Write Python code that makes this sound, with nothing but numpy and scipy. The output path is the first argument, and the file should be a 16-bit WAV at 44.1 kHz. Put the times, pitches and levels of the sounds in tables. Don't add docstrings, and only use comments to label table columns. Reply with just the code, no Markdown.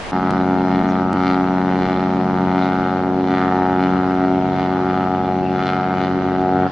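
import sys
import numpy as np
from scipy import signal
from scipy.io import wavfile
from scipy.ndimage import uniform_filter1d

SR = 44100
rng = np.random.default_rng(int(sys.argv[2]) if len(sys.argv) > 2 else 0)


def store_wav(level_fs):
    pcm = np.round(np.clip(np.atleast_2d(level_fs), -1, 1) * 32767)
    wavfile.write(sys.argv[1], SR, pcm.T.astype(np.int16))


N = 296070
TIME = np.arange(N) / SR


def gain_of(db):
    return 10 ** (np.asarray(db) / 20)


def evened(x):
    return x / np.sqrt(np.mean(x ** 2) + 1e-20)


def read(points, hz):
    f, value = np.transpose(points)
    return np.interp(np.log(hz + 1), np.log(f + 1), value)


def along(rows):
    return np.interp(TIME, *np.transpose(rows))


def bump(centre_s, length_s):
    return np.exp(-(2 * (TIME - centre_s) / length_s) ** 2)


def coloured(x, points, size=8192):
    log_gain = np.log(gain_of(read(points, abs(np.fft.fftfreq(size, 1 / SR)))))
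    spectrum = np.exp(np.conj(signal.hilbert(log_gain)))
    ring = np.fft.ifft(spectrum).real[:size // 2]
    return signal.oaconvolve(x, ring)[:N]


def patches(shape, size):
    field = uniform_filter1d(rng.standard_normal(shape), size[0], axis=-2)
    return evened(uniform_filter1d(field, size[1], axis=-1))


def pulses(turns, count):
    step = np.exp(2j * np.pi * turns)
    train = np.zeros(N, complex)
    for _ in range(count):
        train = (train + 1) * step
    return train


def faded(x, swells, waver_db):
    hz, t, z = signal.stft(x, SR, nperseg=1024, noverlap=768)
    field = 0
    for curve, reach in swells:
        change = np.interp(t, TIME, curve - curve.mean())
        field = field + np.outer(read(reach, hz), change)
    field = field + waver_db * patches(field.shape, size=(3, 50))
    return evened(signal.istft(z * gain_of(field), nperseg=1024, noverlap=768)[1][..., :N])


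def flutter(x, shared_db, apart_db, full_hz):
    hz, t, z = signal.stft(x, SR, nperseg=256, noverlap=192)
    ears = (2,) + z.shape
    field = shared_db * patches(z.shape, size=(30, 14)) + apart_db * patches(ears, size=(10, 16))
    twist = np.log(gain_of(apart_db)) * patches(ears, size=(10, 16))
    reach = np.minimum(hz / full_hz, 1)[:, None]
    z = z * gain_of(reach * field) * np.exp(1j * reach * twist)
    return signal.istft(z, nperseg=256, noverlap=192)[1][:, :N]


# frequency_hz, likeness (0 to 1)
EAR_LIKENESS = [(30, 0.94), (45, 0.9), (70, 0.37), (130, 0.12), (260, 0.76), (550, 0.82), (1160, 0.45),
                (2430, 0.43), (5000, 0.16)]


def wash(spectrum, patchy_db):
    hz = np.fft.rfftfreq(1024, 1 / SR)
    a, b, c, d = rng.standard_normal((4, len(hz), N // 256 + 5))
    same = np.clip(read(EAR_LIKENESS, hz), -1, 1)[:, None]
    left = a + 1j * b
    right = same * left + np.sqrt(1 - same ** 2) * (c + 1j * d)
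    mottle_db = patchy_db * patches(a.shape, size=(14, 9))
    z = np.array([left, right]) * gain_of(read(spectrum, hz)[:, None] + mottle_db)
    return evened(signal.istft(z, nperseg=1024, noverlap=768)[1][:, :N])


# (per Hz, relative)
SURF_SPECTRUM = [(24, -34), (40, -4), (411, -6.5), (462, -6), (507, -5), (737, -5.5), (867, -5),
                 (1050, -10), (2200, -13.5), (10500, -36.5), (13600, -65), (22000, -120)]
SURF_DB = -28


def surf():
    heard = along([(0.1135, 1), (0.1155, 0)])
    return gain_of(SURF_DB) * heard * wash(SURF_SPECTRUM, patchy_db=0.0)


# (per Hz, relative)
RUSH_SPECTRUM = [(20, -9.5), (60, -2), (130, 1.5), (280, 2), (520, -1.5), (780, -1), (1100, -5.5),
                 (1500, -7), (2500, -16), (4300, -21), (6300, -30), (8000, -47), (10500, -41)]
# frequency_hz, drift_db_per_s
RUSH_DRIFT = [(30, -2), (70, 1), (150, -0.5), (3000, 0), (8000, -0.7)]
RUSH_DB = -30.5
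RUSH_FOLLOWS_BLARE, RUSH_FOLLOWS_FLARES = 0.73, 0.14
PUFF_DB, PUFF_S, PUFF_ABOVE_HZ = 7, 0.003, 1500


def rush():
    heard = along([(0.118, 0), (0.128, 1)])
    air = wash(RUSH_SPECTRUM, patchy_db=1.5)
    high_pass = signal.butter(2, PUFF_ABOVE_HZ, "high", fs=SR, output="sos")
    hiss = signal.sosfiltfilt(high_pass, air)
    since_pulse_s = uniform_filter1d(main_turns() % 1, size=30) / main_pitch()
    puffs = evened(gain_of(PUFF_DB * np.exp(-since_pulse_s / PUFF_S)))
    air = air + hiss * (puffs - 1)
    swells = [(TIME, RUSH_DRIFT),
              (RUSH_FOLLOWS_BLARE * along(BLARE), BLARE_REACH),
              (RUSH_FOLLOWS_FLARES * flares(), FLARE_REACH)]
    return gain_of(RUSH_DB) * heard * faded(air, swells, waver_db=0.7)


# centre_s, frequency_hz, width_hz, length_s, level_db (rms at the crest)
WISPS = [(0.9, 5950, 900, 0.044, -51), (2.636, 3900, 700, 0.079, -43.5), (5.475, 2660, 320, 0.09, -43)]


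def wisps():
    out = np.zeros(N)
    for centre_s, hz, width_hz, length_s, db in WISPS:
        edges_hz = [hz - width_hz / 2, hz + width_hz / 2]
        band_pass = signal.butter(2, edges_hz, "band", fs=SR, output="sos")
        band = signal.sosfilt(band_pass, rng.standard_normal(N))
        out += gain_of(db) * evened(band) * bump(centre_s, length_s)
    return out


# start_s, level_db (of the bare impulse)
TICKS = [(0.308, -2), (0.835, -18), (1.131, -3.5)]
# frequency_hz, level_db
TICK_COLOUR = [(30, 2), (120, 18), (350, 8), (1000, 2.5), (3000, -1.5), (6000, -7.5), (10000, -16)]


def ticks():
    clicks = np.zeros(N)
    for start_s, db in TICKS:
        clicks[round(start_s * SR)] = gain_of(db)
    return coloured(clicks, TICK_COLOUR)


# time_s, level_db
VALVE = [(0.112, -70), (0.119, -7), (0.132, 0), (6.666, 0), (6.678, -8), (6.69, -12), (6.71, -18)]


def air_supply():
    return gain_of(along(VALVE))


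# time_s, pitch_hz
PITCH = [(0.4, 92.2), (3.5, 92.27), (6.6, 92.33)]


def main_pitch():
    return along(PITCH)


# start_s, delay_s, lasting_s
STUMBLES = [(0.309, -0.00145, 7), (0.830, 0.0017, 0.012), (1.134, 0.0015, 0.011)]
START_S = 0.1207


def main_turns():
    delay_s = sum(late * ((TIME > s) & (TIME < s + lasting)) for s, late, lasting in STUMBLES)
    pitch = main_pitch()
    return np.cumsum(pitch) / SR - pitch[0] * (START_S + delay_s)


# centre_s, length_s, lift_db
FLARES = [(0.301, 0.09, 2), (0.768, 0.11, 4.5), (1.081, 0.15, -11), (1.279, 0.18, 10.5), (1.855, 0.28, 7),
          (2.623, 0.32, 6), (3.109, 0.17, -6), (3.343, 0.2, 7.5), (3.838, 0.11, 7), (4.602, 0.17, 7.5),
          (4.944, 0.14, 3.5), (5.685, 0.2, 12), (6.027, 0.12, 9.5)]


def flares():
    return sum(db * bump(centre_s, length_s) for centre_s, length_s, db in FLARES)


# multiple, level_db
DEEP_PARTIALS = [(1, -14.5), (2, 0.5), (3, 5), (4, -3), (5, -6), (6, -16), (7, -23), (8, -11), (9, -24),
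                 (10, -16.5), (12, -29), (20, -30.5), (40, -57), (90, -89)]
# frequency_hz, drift_db_per_s
DEEP_DRIFT = [(71, 0), (142, 0.4), (213, -1.4), (400, 0.64)]
DEEP_RATIO = 71.15 / 92.27
DEEP_DB = -26
WAVER_DB = 1.9


def deep_horn(turns):
    drive = pulses(turns, count=60).real * air_supply()
    pitch = DEEP_RATIO * main_pitch().mean()
    bell = [(25, -55)] + [(k * pitch, db) for k, db in DEEP_PARTIALS]
    return gain_of(DEEP_DB) * faded(-coloured(drive, bell), [(TIME, DEEP_DRIFT)], WAVER_DB)


# multiple, level_db
MAIN_PARTIALS = [(1, -10.5), (2, 1.5), (3, 3.5), (4, 0.5), (5, -8), (6, -10), (7, -5.5), (8, 0), (9, -2.5),
                 (10, -8), (11, -15), (12, -17), (13, -10.5), (14, -8.5), (15, -11), (16, -13.5),
                 (17, -16.5), (18, -24), (19, -23), (20, -20), (21, -21.5), (22, -25), (23, -21), (24, -28),
                 (25, -25.5), (26, -29.5), (27, -33.5), (28, -41.5)]
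# frequency_hz, level_db
BRASS = [(2700, -33.5), (3000, -31), (3230, -40.5), (3450, -32), (3800, -44), (4080, -33.5), (4430, -46.5),
         (4750, -42), (5000, -54), (6000, -57), (7200, -70.5), (9000, -91)]
# frequency_hz, drift_db_per_s
MAIN_DRIFT = [(92, 0), (185, -0.5), (277, -0.18), (369, 0.8), (470, 0.14), (640, -0.4), (738, 0),
              (900, -1.2), (1300, -0.26), (4600, -0.3)]
# time_s, level_db
BODY = [(0.2, -22), (0.4, -18), (1.81, -21), (1.84, -24.5), (2.51, -19), (2.93, -23), (3.33, -20),
        (3.51, -22), (4.08, -20.5), (4.65, -22), (4.67, -23), (4.87, -20), (5.31, -24), (5.53, -20.5),
        (5.69, -23.5), (6.08, -25.5), (6.58, -18), (6.62, -18.5)]
# frequency_hz, share
BODY_REACH = [(92, 0.11), (185, 0.52), (277, 0.75), (369, 0.43), (600, 0.035), (1300, 0.033)]
# time_s, level_db
RING = [(0.2, -28.5), (1.18, -28), (2.2, -28.5), (3.74, -24), (4.2, -25.5), (5.15, -22.5), (6.33, -26.5),
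        (6.44, -21.5), (6.62, -22.5)]
# frequency_hz, share
RING_REACH = [(470, 0), (640, 0.4), (738, 0.91), (830, 0.35), (1000, 0.069)]
# time_s, level_db
BLARE = [(0.16, -30), (0.34, -28), (0.45, -32), (1.3, -28.5), (1.55, -31.5), (2.07, -29), (2.23, -32),
         (2.78, -28), (3.23, -35.5), (3.43, -25), (3.52, -28), (4.24, -29.5), (4.35, -34), (4.94, -28),
         (5.47, -37), (5.61, -28), (6.48, -32), (6.64, -28.5)]
# frequency_hz, share
BLARE_REACH = [(400, 0), (738, 0), (900, 0.12), (1300, 1.3), (2400, 0.4), (4600, 0.18)]
# frequency_hz, share
FLARE_REACH = [(1300, 0.043), (2400, 0.78), (4600, 1.37), (8000, 1.8)]
MAIN_DB = -17.5


def main_horn(turns, beat, sideband=0.3, sideband_hz=2200, throb=0.023):
    train = pulses(turns, count=90)
    highs = signal.lfilter(*signal.butter(1, sideband_hz, "high", fs=SR), train)
    middle = signal.lfilter(*signal.butter(1, [600, 900], "band", fs=SR), train)
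    wheel = np.exp(2j * np.pi * beat)
    sum_tones = sideband * highs * wheel
    throbbing = throb * middle * (wheel + wheel ** 2).real
    drive = (train + sum_tones + throbbing).real * air_supply()
    pitch = main_pitch().mean()
    bell = [(30, -42.0)] + [(k * pitch, db) for k, db in MAIN_PARTIALS] + BRASS
    swells = [(TIME, MAIN_DRIFT), (along(BODY), BODY_REACH), (along(RING), RING_REACH),
              (along(BLARE), BLARE_REACH), (flares(), FLARE_REACH)]
    return gain_of(MAIN_DB) * faded(-coloured(drive, bell), swells, WAVER_DB)


DEEP_LATE_S = 0.00285
BEAT_LEAD_S = 0.0066


def horns():
    turns, pitch = main_turns(), main_pitch().mean()
    deep_turns = DEEP_RATIO * (turns - pitch * DEEP_LATE_S)
    beat_hz = (3 * DEEP_RATIO - 2) * pitch
    beat = 3 * deep_turns - 2 * turns + beat_hz * BEAT_LEAD_S
    both = main_horn(turns, beat) + deep_horn(deep_turns)
    return flutter(both, shared_db=1.6, apart_db=2.2, full_hz=3500)


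def scene():
    balance = gain_of([[0.3], [-0.3]])
    return surf() + rush() + wisps() + ticks() + horns() * balance


def record(dry, threshold_db=-20, squeeze=0.061):
    power = uniform_filter1d((dry ** 2).mean(0), size=478)
    power_db = 10 * np.log10(abs(power) + 1e-12)
    over_db = uniform_filter1d(np.maximum(power_db - threshold_db, 0), size=100)
    low_pass = signal.firwin(511, 10500, window=("kaiser", 9), fs=SR)
    return signal.oaconvolve(dry * gain_of(-squeeze * over_db), low_pass[None], "same")


dry = scene()
out = record(dry)
store_wav(out)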